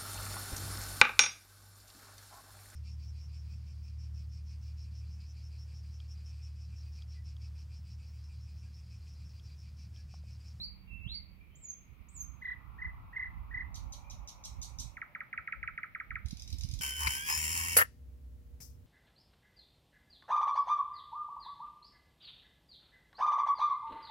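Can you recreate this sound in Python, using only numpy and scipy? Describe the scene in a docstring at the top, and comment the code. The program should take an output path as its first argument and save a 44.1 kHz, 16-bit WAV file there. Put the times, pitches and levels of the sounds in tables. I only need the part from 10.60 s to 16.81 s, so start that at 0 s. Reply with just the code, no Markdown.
"""In a hedge among fields, a nightingale sings one phrase: rising and falling whistles, four warbles,
seven sharp ticks, eight pairs of low chips and a dry rattle. Its voice box makes sliding tones, with
bursts of noise in the ticks and rattle. Twigs and leaves scatter every note. Wind buffets the
microphone, mostly on the right; far birds sing and a distant vehicle's tyre roar swells and fades."""
import sys
import numpy as np
from scipy import signal
from scipy.fft import rfft, irfft
from scipy.io import wavfile
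from scipy.ndimage import uniform_filter1d

SR = 44100
rng = np.random.default_rng(int(sys.argv[2]) if len(sys.argv) > 2 else 0)


def store_pcm(level_fs):
    """Save levels as 16-bit WAV."""
    pcm = np.round(np.clip(level_fs, -1, 1) * 32767).astype(np.int16)
    wavfile.write(sys.argv[1], SR, np.atleast_2d(pcm).T)


N = 273861
T = np.arange(N) / SR

# Levels in the tables are starting values; the functions turn them up or down for the mix.
# A rising whistle holds its low note, then slides up.
# Each row: share of its length, height (0 is the low note, 1 the top note), level in dB.
RISE_SHAPE = [(0, .015, -25.5), (.15, 0, -12), (.27, .012, -14.5), (.39, -.03, -22.5), (.53, 0, -8),
              (.594, .08, -16.5), (.667, .48, -8), (.758, .75, -2.5), (.864, 0.98, -0.5), (.94, 0.95, -7),
              (1, 1, -22)]
# A falling whistle flicks up, thins out, then sinks and swells. Rows as above.
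FALL_SHAPE = [(0, -.05, -22), (.06, .68, -21.5), (.14, .88, -32), (.32, 1, -35), (.45, .73, -16.5),
              (.55, .4, -8.5), (.69, .21, -17.5), (.845, .12, 0), (.93, 0.059, -9.5), (1, -0.035, -21.5)]
# Rising whistles, the first already under way. Each row: start and length in seconds,
# low and top note in Hz, level in dB, overtones at two and three times the pitch in dB.
RISING_WHISTLES = [(-.212, .3, 2670, 4690, -38, -40.5, -32), (.27, .33, 2675, 4645, -39.5, -44, -43)]
# Falling whistles. Rows as above, with only the first overtone.
FALLING_WHISTLES = [(0.952, .177, 6250, 7850, -36.5, -33), (1.484, .151, 6164, 8300, -36.5, -14)]
# How long the hedge rings. Each row: frequency in Hz, seconds to fade by 60 dB.
HEDGE_RING = [(1000, .45), (2000, 0.39), (4500, 0.34), (6500, 0.35), (12000, 0.4)]
# Sound from all sides. Each row: frequency in Hz, how alike left and right are (1 is the same).
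EAR_LIKENESS = [(50, 1), (300, 0.67), (1000, 0), (2500, 0.093), (5000, 0), (12000, 0.064)]
# The breeze on the microphone. Each row: time in seconds, left level in dB, right level in dB.
BREEZE = [(0, -61.5, -48.5), (.2, -64, -54.5), (.42, -63, -42), (.62, -66, -49.5), (1.15, -64, -58.5),
          (1.5, -78, -55.5), (1.9, -72.5, -52.5), (2.25, -50.5, -47.5), (2.55, -56.5, -51),
          (2.8, -52.5, -43.5), (3.3, -56, -43), (3.73, -60, -57), (3.95, -58, -50.5), (4.25, -68, -44.5),
          (4.55, -74.5, -71.5), (5.35, -68.5, -66.5), (5.6, -63, -48), (5.82, -65, -45.5),
          (6.05, -60.5, -35.5), (6.21, -62, -37.5)]
# Gusts. Each row: middle and length in seconds, level in dB, left minus right in dB.
GUSTS = [(0.336, 0.089, -48, -28), (1.31, 0.077, -51.5, -28), (1.404, 0.05, -53.5, -30),
         (1.665, 0.3, -52.5, -27.5), (2.272, 0.069, -44.5, -5), (2.419, 0.18, -54.5, 10.5),
         (3.064, 0.085, -50, -35), (3.268, 0.093, -47.5, -28), (3.581, 0.25, -46.5, -18),
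         (3.907, 0.16, -51, -8), (3.996, 0.072, -45.5, -15), (4.203, 0.057, -46, -1),
         (4.789, 0.086, -54, 23), (5.031, 0.21, -50.5, 29), (5.128, 0.083, -53, -21),
         (5.529, 0.11, -52, -29), (5.668, 0.046, -37.5, -17), (5.939, 0.067, -41, -28)]
# Thumps of wind on the right. Each row: middle in seconds, level in dB, pitch in Hz.
BUFFETS = [(0.467, -28.5, 119), (4.261, -35, 113), (5.656, -25.5, 59.4), (5.732, -26.5, 163),
           (6.05, -26, 115), (6.138, -26, 97)]
# The wind's rumble. Each row: frequency in Hz, level in dB.
WIND_COLOUR = [(15, -33.5), (30, -12), (45, 2.5), (62, 5), (85, -3), (130, -11), (200, -21), (300, -27),
               (450, -52.5), (900, -73)]
# The passing vehicle. Each row: time in seconds, level in dB, centre of its noise band in Hz.
VEHICLE_PASS = [(0, -79.5, 1098), (1.1, -82.5, 1237), (1.698, -70, 1164), (2.2, -62, 1110),
                (2.802, -63, 1050), (3.499, -61.5, 837), (4.099, -64.5, 907), (4.599, -70, 790),
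                (5.202, -77.5, 635), (6.21, -76.5, 618)]
# What carries of its roar over the fields. Each row: frequency in Hz, level in dB.
ROAR_COLOUR = [(200, -5.5), (560, 0), (1000, 8), (1380, 5), (1530, -6), (2500, -15.5)]
# A fuzzy tone within that roar. Each row: time in seconds, level in dB.
WHINE_LEVELS = [(2.8, -100), (3.3, -74.5), (3.7, -78.5), (4.5, -78.5), (5.1, -80.5), (5.6, -100)]
# Still air and microphone hiss. Each row: frequency in Hz, level in dB.
AIR_COLOUR = [(30, -1.5), (150, 13), (400, -5), (1000, -9), (1700, -14), (2300, 0), (3000, -12.5),
              (4500, -21), (7000, -29.5), (9500, -30.5), (11500, -19.5), (15000, -20)]
# A faint drone at the start. Each row: pitch in Hz, level in dB.
DRONE = [(188.4, -65)]
# Far birds' notes. Each row: start and length in seconds, first and last pitch in Hz, level in dB.
FAR_NOTES = [(0.505, 0.11, 2324, 1970, -69), (0.796, 0.043, 2300, 2475, -67.5),
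             (0.887, 0.078, 2990, 3200, -76), (0.959, .32, 3224, 3380, -88), (2.473, 0.14, 2765, 2630, -80),
             (3.414, 0.11, 2296, 2540, -68.5)]
# Warbles, made of arches (quick rises and falls). Each row: first peak in seconds, number of arches,
# opening and held pitch in Hz, then opening, held, closing and overtone levels in dB.
WARBLES = [(1.828, 4, 2038, 2021, -41.5, -34, -35, -24.5), (2.195, 4, 1910, 2045, -45, -35, -44.5, -40.5),
           (2.54, 5, 1936, 2069, -44, -32.5, -38, -36), (2.919, 4, 1926, 2031, -44.5, -33.5, -34.5, -36.5)]
# Ticks. Each row: start in seconds, level of the two flicks in dB, delay of the sweep in seconds,
# its level in dB, its rough middle pitch in Hz.
TICKS = [(3.1424, -47.5, 0.013, -51, 3830), (3.3217, -46, 0.01, -50.5, 3830),
         (3.498, -47, 0.012, -55.5, 3590), (3.6735, -45.5, 0.013, -52, 3710),
         (3.8375, -44.5, .0135, -46.5, 3757), (4.015, -41, 0.013, -46, 3960),
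         (4.1852, -41, 0.014, -43.5, 3865)]
# The rasp in ticks and rattle. Each row: frequency in Hz, level in dB.
RASP_COLOUR = [(1200, -15), (2300, -1), (3000, 4.5), (3900, 22), (5000, -19), (6400, 16.5), (8000, -55),
               (9500, -3.5), (11300, -10), (14000, 4), (15300, -17.5)]
# How the open beak sends out ticks and rattle. Each row: frequency in Hz, boost in dB.
BEAK_BOOST = [(2000, -6.5), (3000, -7.5), (3900, -4), (5000, 12.5), (6400, -1), (8500, -2), (9700, 0.5),
              (11300, 5.5), (13500, -4.5), (15500, -12)]
# Pairs of chips. Each row: start and delay of the second chip in seconds, first and second level in dB.
CHIP_PAIRS = [(4.368, 0.047, -39, -33), (4.5487, .0553, -34, -33.5), (4.728, .0474, -33, -30),
              (4.8735, 0.049, -32, -29.5), (5.0278, 0.047, -32, -30), (5.1759, .0547, -32, -31.5),
              (5.348, 0.051, -32.5, -32.5), (5.5052, 0.049, -33.5, -31)]
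# One chip's dive. Each row: seconds since its start, share of the starting pitch, level in dB.
CHIP_DIVE = [(0, 1, -30.5), (.0012, 0.93, -10), (.003, 0.851, 0.5), (.005, 0.744, -3.5), (.008, 0.641, -9),
             (.012, 0.535, -11.5), (0.016, .485, -15.5), (.021, 0.47, -25), (0.024, 0.28, -45)]
# The rattle's bursts of three clicks. Each row: start in seconds, level of the middle click in dB.
RATTLE_BURSTS = [(5.6585, -50.5), (5.7705, -49.5), (5.8765, -47.3), (5.9838, -45.5), (6.0874, -46.5),
                 (6.189, -44)]


def amp(db):
    """Turns decibels into a multiplier."""
    return 10 ** (np.asarray(db) / 20)


def unit(x):
    """Scales a sound to an average strength (rms) of 1."""
    return x / np.sqrt(np.mean(x ** 2) + 1e-20)


def look_up(table, hz):
    """Reads between the rows of a frequency table."""
    f, value = np.transpose(table)
    return np.interp(np.log(hz + 1), np.log(f + 1), value)


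def add(mix, s, sound):
    """Mixes a sound in at s seconds."""
    part = mix[max(round(s * SR), 0):][:len(sound)]
    part += sound[:len(part)]


def colour(x, table):
    """Turns each frequency up or down by a table's dB."""
    count = x.shape[-1]
    return irfft(rfft(x) * amp(look_up(table, np.fft.rfftfreq(count, 1 / SR))), count)


def wander(count, hz):
    """A random wobble of strength 1, up to about hz."""
    f = np.fft.rfftfreq(count, 1 / SR)
    return unit(irfft(rfft(rng.standard_normal(count)) / (1 + (f / hz) ** 4), count))


def diffuse(count):
    """Noise from all sides: left and right are alike in the bass, unrelated in the treble."""
    left, other = rfft(rng.standard_normal((2, count)))
    same = np.clip(look_up(EAR_LIKENESS, np.fft.rfftfreq(count, 1 / SR)), -1, 1)
    right = same * left + np.sqrt(1 - same ** 2) * other
    return irfft(np.array([left, right]), count)


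def tone(hz, second_db=-60, third_db=-60):
    """A tone that follows a pitch curve, with two overtones."""
    phase = 2 * np.pi * np.cumsum(hz) / SR
    levels = enumerate((0, second_db, third_db), 1)
    return np.sqrt(2) * sum(amp(db) * np.sin(k * phase) * (k * hz < SR / 2) for k, db in levels)


def overtones(hz, levels):
    """Multiples of a pitch curve, given as (multiple, dB); they fade out near 15000 Hz."""
    phase = 2 * np.pi * np.cumsum(hz) / SR
    return np.sqrt(2) * sum(amp(db) * np.sin(k * phase) * np.clip((15000 - k * hz) / 1500, 0, 1)
                            for k, db in levels)


def whistles(tremble=.0055):
    """Long sliding notes that tremble slightly; returns tones and overtones."""
    tones, upper = np.zeros((2, N))
    for shape, notes in ((RISE_SHAPE, RISING_WHISTLES), (FALL_SHAPE, FALLING_WHISTLES)):
        at, height, shape_db = np.transpose(shape)
        for s, length, low_hz, top_hz, db, *levels in notes:
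            progress = (np.arange(max(s, 0), s + length, 1 / SR) - s) / length
            slide = uniform_filter1d(np.interp(progress, at, height), size=300)
            pitch = low_hz + (top_hz - low_hz) * slide
            pitch *= 1 + tremble * wander(len(pitch), 180)
            swell = amp(db + np.interp(progress, at, shape_db)) * signal.windows.tukey(len(pitch), .05)
            add(tones, s, swell * tone(pitch))
            richness = np.sqrt(swell / swell.max())  # richer where louder
            add(upper, s, swell * richness * overtones(pitch, enumerate(levels, 2)))
    return tones, upper


def hedge(x, near_db, tail_db, near_ring_s=.105, twig_db=-12, trunk_db=-22, lead_s=.00011, left_db=-2):
    """A note reaches the left side first; twigs and leaves scatter it, farther bushes let it linger."""
    t = np.arange(SR * 3 // 4) / SR
    twigs = unit(diffuse(len(t)) * np.exp(-t / .0091) * np.minimum(t / .0041, 1))
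    near = unit(diffuse(len(t)) * amp(-60 * t / near_ring_s) * np.minimum(t / .004, 1))
    hz, times, bands = signal.stft(diffuse(len(t)), SR, nperseg=256)
    bands *= amp(-60 * times / look_up(HEDGE_RING, hz)[:, None])
    tail = signal.istft(bands, SR, nperseg=256)[1][:, :len(t)]
    tail = unit(tail * np.minimum(t / .029, 1))
    echoes = (amp(twig_db) * twigs + amp(near_db) * near + amp(tail_db) * tail) / np.sqrt(len(t))
    echoes[:, round(.015 * SR)] += amp(trunk_db)  # one clear echo off a nearby trunk
    direct = np.array([x, np.roll(x, round(lead_s * SR))])
    scattered = signal.fftconvolve(x[None], echoes, axes=1)[:, :N]
    return (direct + scattered) * amp([[left_db], [0]])


def wind(lumpy_db=2.5, lumps_hz=6):
    """Swirls of air press on each side of the microphone; a few thump the right one."""
    s, left_db, right_db = np.transpose(BREEZE)
    pressure = amp([np.interp(T, s, left_db), np.interp(T, s, right_db)])
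    for at, length, db, pan_db in GUSTS:
        sides = amp([[pan_db / 2], [-pan_db / 2]])
        swell = np.cos(np.pi * np.clip((T - at) / length, -.5, .5)) ** 2
        pressure += amp(db + 3) * swell * sides / np.linalg.norm(sides)
    swirls = unit(colour(rng.standard_normal((2, N)), WIND_COLOUR))
    swirls /= uniform_filter1d(swirls ** 2, size=2600) ** .25  # partly evens out the level
    lumps = amp(lumpy_db * np.tanh([wander(N, lumps_hz) for _ in range(2)]))
    out = amp(1.04) * swirls * lumps * pressure
    for at, db, hz in BUFFETS:
        cycles = np.arange(-2, 2, hz / SR)
        thump = np.sin(2 * np.pi * (cycles + rng.random())) * np.exp(-(cycles / .53) ** 2)
        add(out[1], at - 2 / hz, amp(db) * thump)
    return out


def vehicle(width_octaves=.49, whine_hz=570):
    """A far tyre roar: a soft band of noise that sinks in pitch as it passes, with a faint whine."""
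    s, db, centre_hz = np.transpose(VEHICLE_PASS)
    hz, t, bands = signal.stft(diffuse(N), SR, nperseg=1024)
    octaves = np.log2((hz[:, None] + 1) / np.interp(t, s, centre_hz))
    bands /= 1 + (octaves / width_octaves) ** 2 + (octaves / 2) ** 6
    roar = signal.istft(bands, SR, nperseg=1024)[1][:, :N]
    fuzz = wander(N, 40)
    whine = tone(whine_hz * (1 + .02994 * wander(N, 33))) * fuzz
    whine *= amp(np.interp(T, *np.transpose(WHINE_LEVELS)))
    return unit(colour(roar, ROAR_COLOUR)) * amp(np.interp(T, s, db)) + whine


def air(hiss_db=-65):
    """Steady air and microphone hiss, and a low drone that dies away after 0.6 seconds."""
    drone = sum(amp(db) * tone(hz * (1 + .026 * wander(N, 15))) for hz, db in DRONE)
    hiss = amp(hiss_db) * unit(colour(diffuse(N), AIR_COLOUR))
    return hiss + drone * amp(-30 * np.maximum(T - .6, 0))


def far_birds():
    """Faint sliding notes that arrive mostly as echo."""
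    out = np.zeros(N)
    for s, length, first_hz, last_hz, db in FAR_NOTES:
        count = int(length * SR)
        add(out, s, amp(db) * tone(np.linspace(first_hz, last_hz, count)) * np.hanning(count))
    return hedge(out, near_db=2, tail_db=3)


def warble_arches(spacing_s=.0305, sag_hz_per_s=330):
    """A warble opens softly, then holds a slowly sagging pitch; gives each arch's time, pitch, levels."""
    for s, count, opening_hz, held_hz, opening_db, held_db, closing_db, upper_db in WARBLES:
        yield s, opening_hz, opening_db, upper_db
        for k in range(1, count):
            hz = held_hz - sag_hz_per_s * (k - 1) * spacing_s
            yield s + k * spacing_s, hz, closing_db if k == count - 1 else held_db, upper_db


def warbles(half_s=.016, pitch_drop=.29, fade_db=21):
    """Pitch and loudness rise and fall together, some thirty times a second; returns tones, overtones."""
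    tones, upper = np.zeros((2, N))
    position = np.arange(-half_s, half_s, 1 / SR) / half_s  # -1 to 1, with the arch's top at 0
    dip_db = -fade_db * (1 - np.exp(-abs((position - .05) / .69) ** 3))  # loudest just after the top
    for s, hz, db, upper_db in warble_arches():
        unsteady = 1 + .008 * wander(4096, 120)[:len(position)]
        pitch = hz * (1 - pitch_drop * abs(position) ** 2.3) * unsteady
        level = amp(db) * signal.windows.tukey(len(position), .15)
        add(tones, s - half_s, tone(pitch) * level * amp(dip_db))
        buzz = overtones(pitch, [(2, 0), (6, dip_db - 8)])
        add(upper, s - half_s, buzz * level * amp(upper_db - 11.5))
    return tones, upper


def flick(length_s, first_hz, last_hz, rough, second_db=-30, third_db=-40):
    """A very fast, slightly rough sweep in pitch."""
    count = int(length_s * SR)
    pitch = np.geomspace(first_hz, last_hz, count) * (1 + rough * wander(2048, 1900)[:count])
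    return unit(tone(pitch, second_db, third_db) * signal.windows.tukey(count, .6))


def rasp(decay_s):
    """A dry burst of noise, coloured by the throat and the open beak."""
    t = np.arange(2048) / SR
    noise = unit(colour(rng.standard_normal(len(t)), RASP_COLOUR))
    return noise * np.exp(-t / decay_s) * (1 - np.exp(-t / .0001))


def ticks():
    """Two short flicks, then a lower whipping sweep with a strong octave and a little rasp."""
    out = np.zeros(N)
    for s, flick_db, delay, sweep_db, hz in TICKS:
        add(out, s, amp(flick_db - 1) * flick(.005, 7400, 5400, rough=.035))
        add(out, s + .0016, amp(flick_db - 3.5) * rasp(.007))
        add(out, s + delay - .005, amp(flick_db) * flick(.006, 7400, 5400, rough=.04))
        octave_db = 1 + 1.5 * (sweep_db + 47)  # the harder the sweep, the stronger its octave
        sweep = flick(.0095, hz * 1.33, hz * .68, rough=.022, second_db=octave_db, third_db=-12)
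        add(out, s + delay, amp(sweep_db + 3.5) * sweep)
        add(out, s + delay, amp(sweep_db - 1) * rasp(.034))
    return colour(amp(-4.5) * out, BEAK_BOOST)


def chips(easy_hz=2540, easy_db=-32.5, hz_per_db=49.5):
    """Paired notes that dive about an octave; one pushed beyond the easy level starts higher."""
    out = np.zeros(N)
    at, share, shape_db = np.transpose(CHIP_DIVE)
    t = np.arange(0, at[-1], 1 / SR)
    dive = uniform_filter1d(np.interp(t, at, share), size=60)
    swell = uniform_filter1d(amp(np.interp(t, at, shape_db)), size=40) * signal.windows.tukey(len(t), .08)
    for start, gap, first_db, second_db in CHIP_PAIRS:
        for s, db in ((start, first_db), (start + gap, second_db)):
            hz = easy_hz + hz_per_db * max(db - easy_db, 0)
            add(out, s, amp(db - 1.5) * swell * tone(hz * dive, second_db=-42, third_db=-48))
    return out


def rattle(spacing_s=.025, growth_db=2):
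    """Each click is a snap of noise around two harsh downward flicks, at a slightly random pitch."""
    out = np.zeros(N)
    clicks = [(s + k * spacing_s, db + (k - 1) * growth_db) for s, db in RATTLE_BURSTS for k in range(3)]
    for (s, db), tension in zip(clicks, rng.uniform(.92, 1.08, len(clicks))):
        add(out, s, amp(db + 9.5) * rasp(.0032))
        high = flick(.004, 7000 * tension, 5600 * tension, rough=.06)
        low = flick(.0042, 4500 * tension, 2100 * tension, rough=.11, second_db=-3, third_db=-4)
        add(out, s + .0005, amp(db - 3.5) * high)
        add(out, s + .0005, amp(db - 1) * low)
    return colour(amp(-4.5) * out, BEAK_BOOST)


def scene():
    """The bird in its hedge, then the field around it."""
    whistled, whistle_overtones = whistles()
    warbled, warble_overtones = warbles()
    mellow = amp(-1) * warbled + amp(2) * chips()
    bright = amp(-6.5) * whistle_overtones + amp(-6) * warble_overtones
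    # the higher the note, the more of it the leaves scatter
    low = hedge(mellow, near_db=-7.5, tail_db=-12.5, near_ring_s=.096, twig_db=-24.5,
                trunk_db=-25, lead_s=.00009)
    high = hedge(amp(-2.46) * whistled, near_db=-7, tail_db=-6, near_ring_s=.18, twig_db=-5.5,
                 left_db=-3.4)
    upper = hedge(bright, near_db=7.5, tail_db=-7.5, near_ring_s=.073, twig_db=-2.5, left_db=-4)
    ticked = hedge(ticks(), near_db=-.5, tail_db=-6.5, near_ring_s=.21, twig_db=-7, lead_s=.00009)
    rattled = hedge(rattle(), near_db=-2.5, tail_db=-7, near_ring_s=.21, twig_db=-8)
    return low + high + upper + ticked + rattled + far_birds() + wind() + vehicle() + air()


def record(dry):
    """Cuts the treble above 15800 Hz."""
    low_pass = signal.firwin(511, 15800, window=("kaiser", 9), fs=SR)
    return signal.oaconvolve(dry, low_pass[None], "same")


dry = scene()
out = record(dry)
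store_pcm(out)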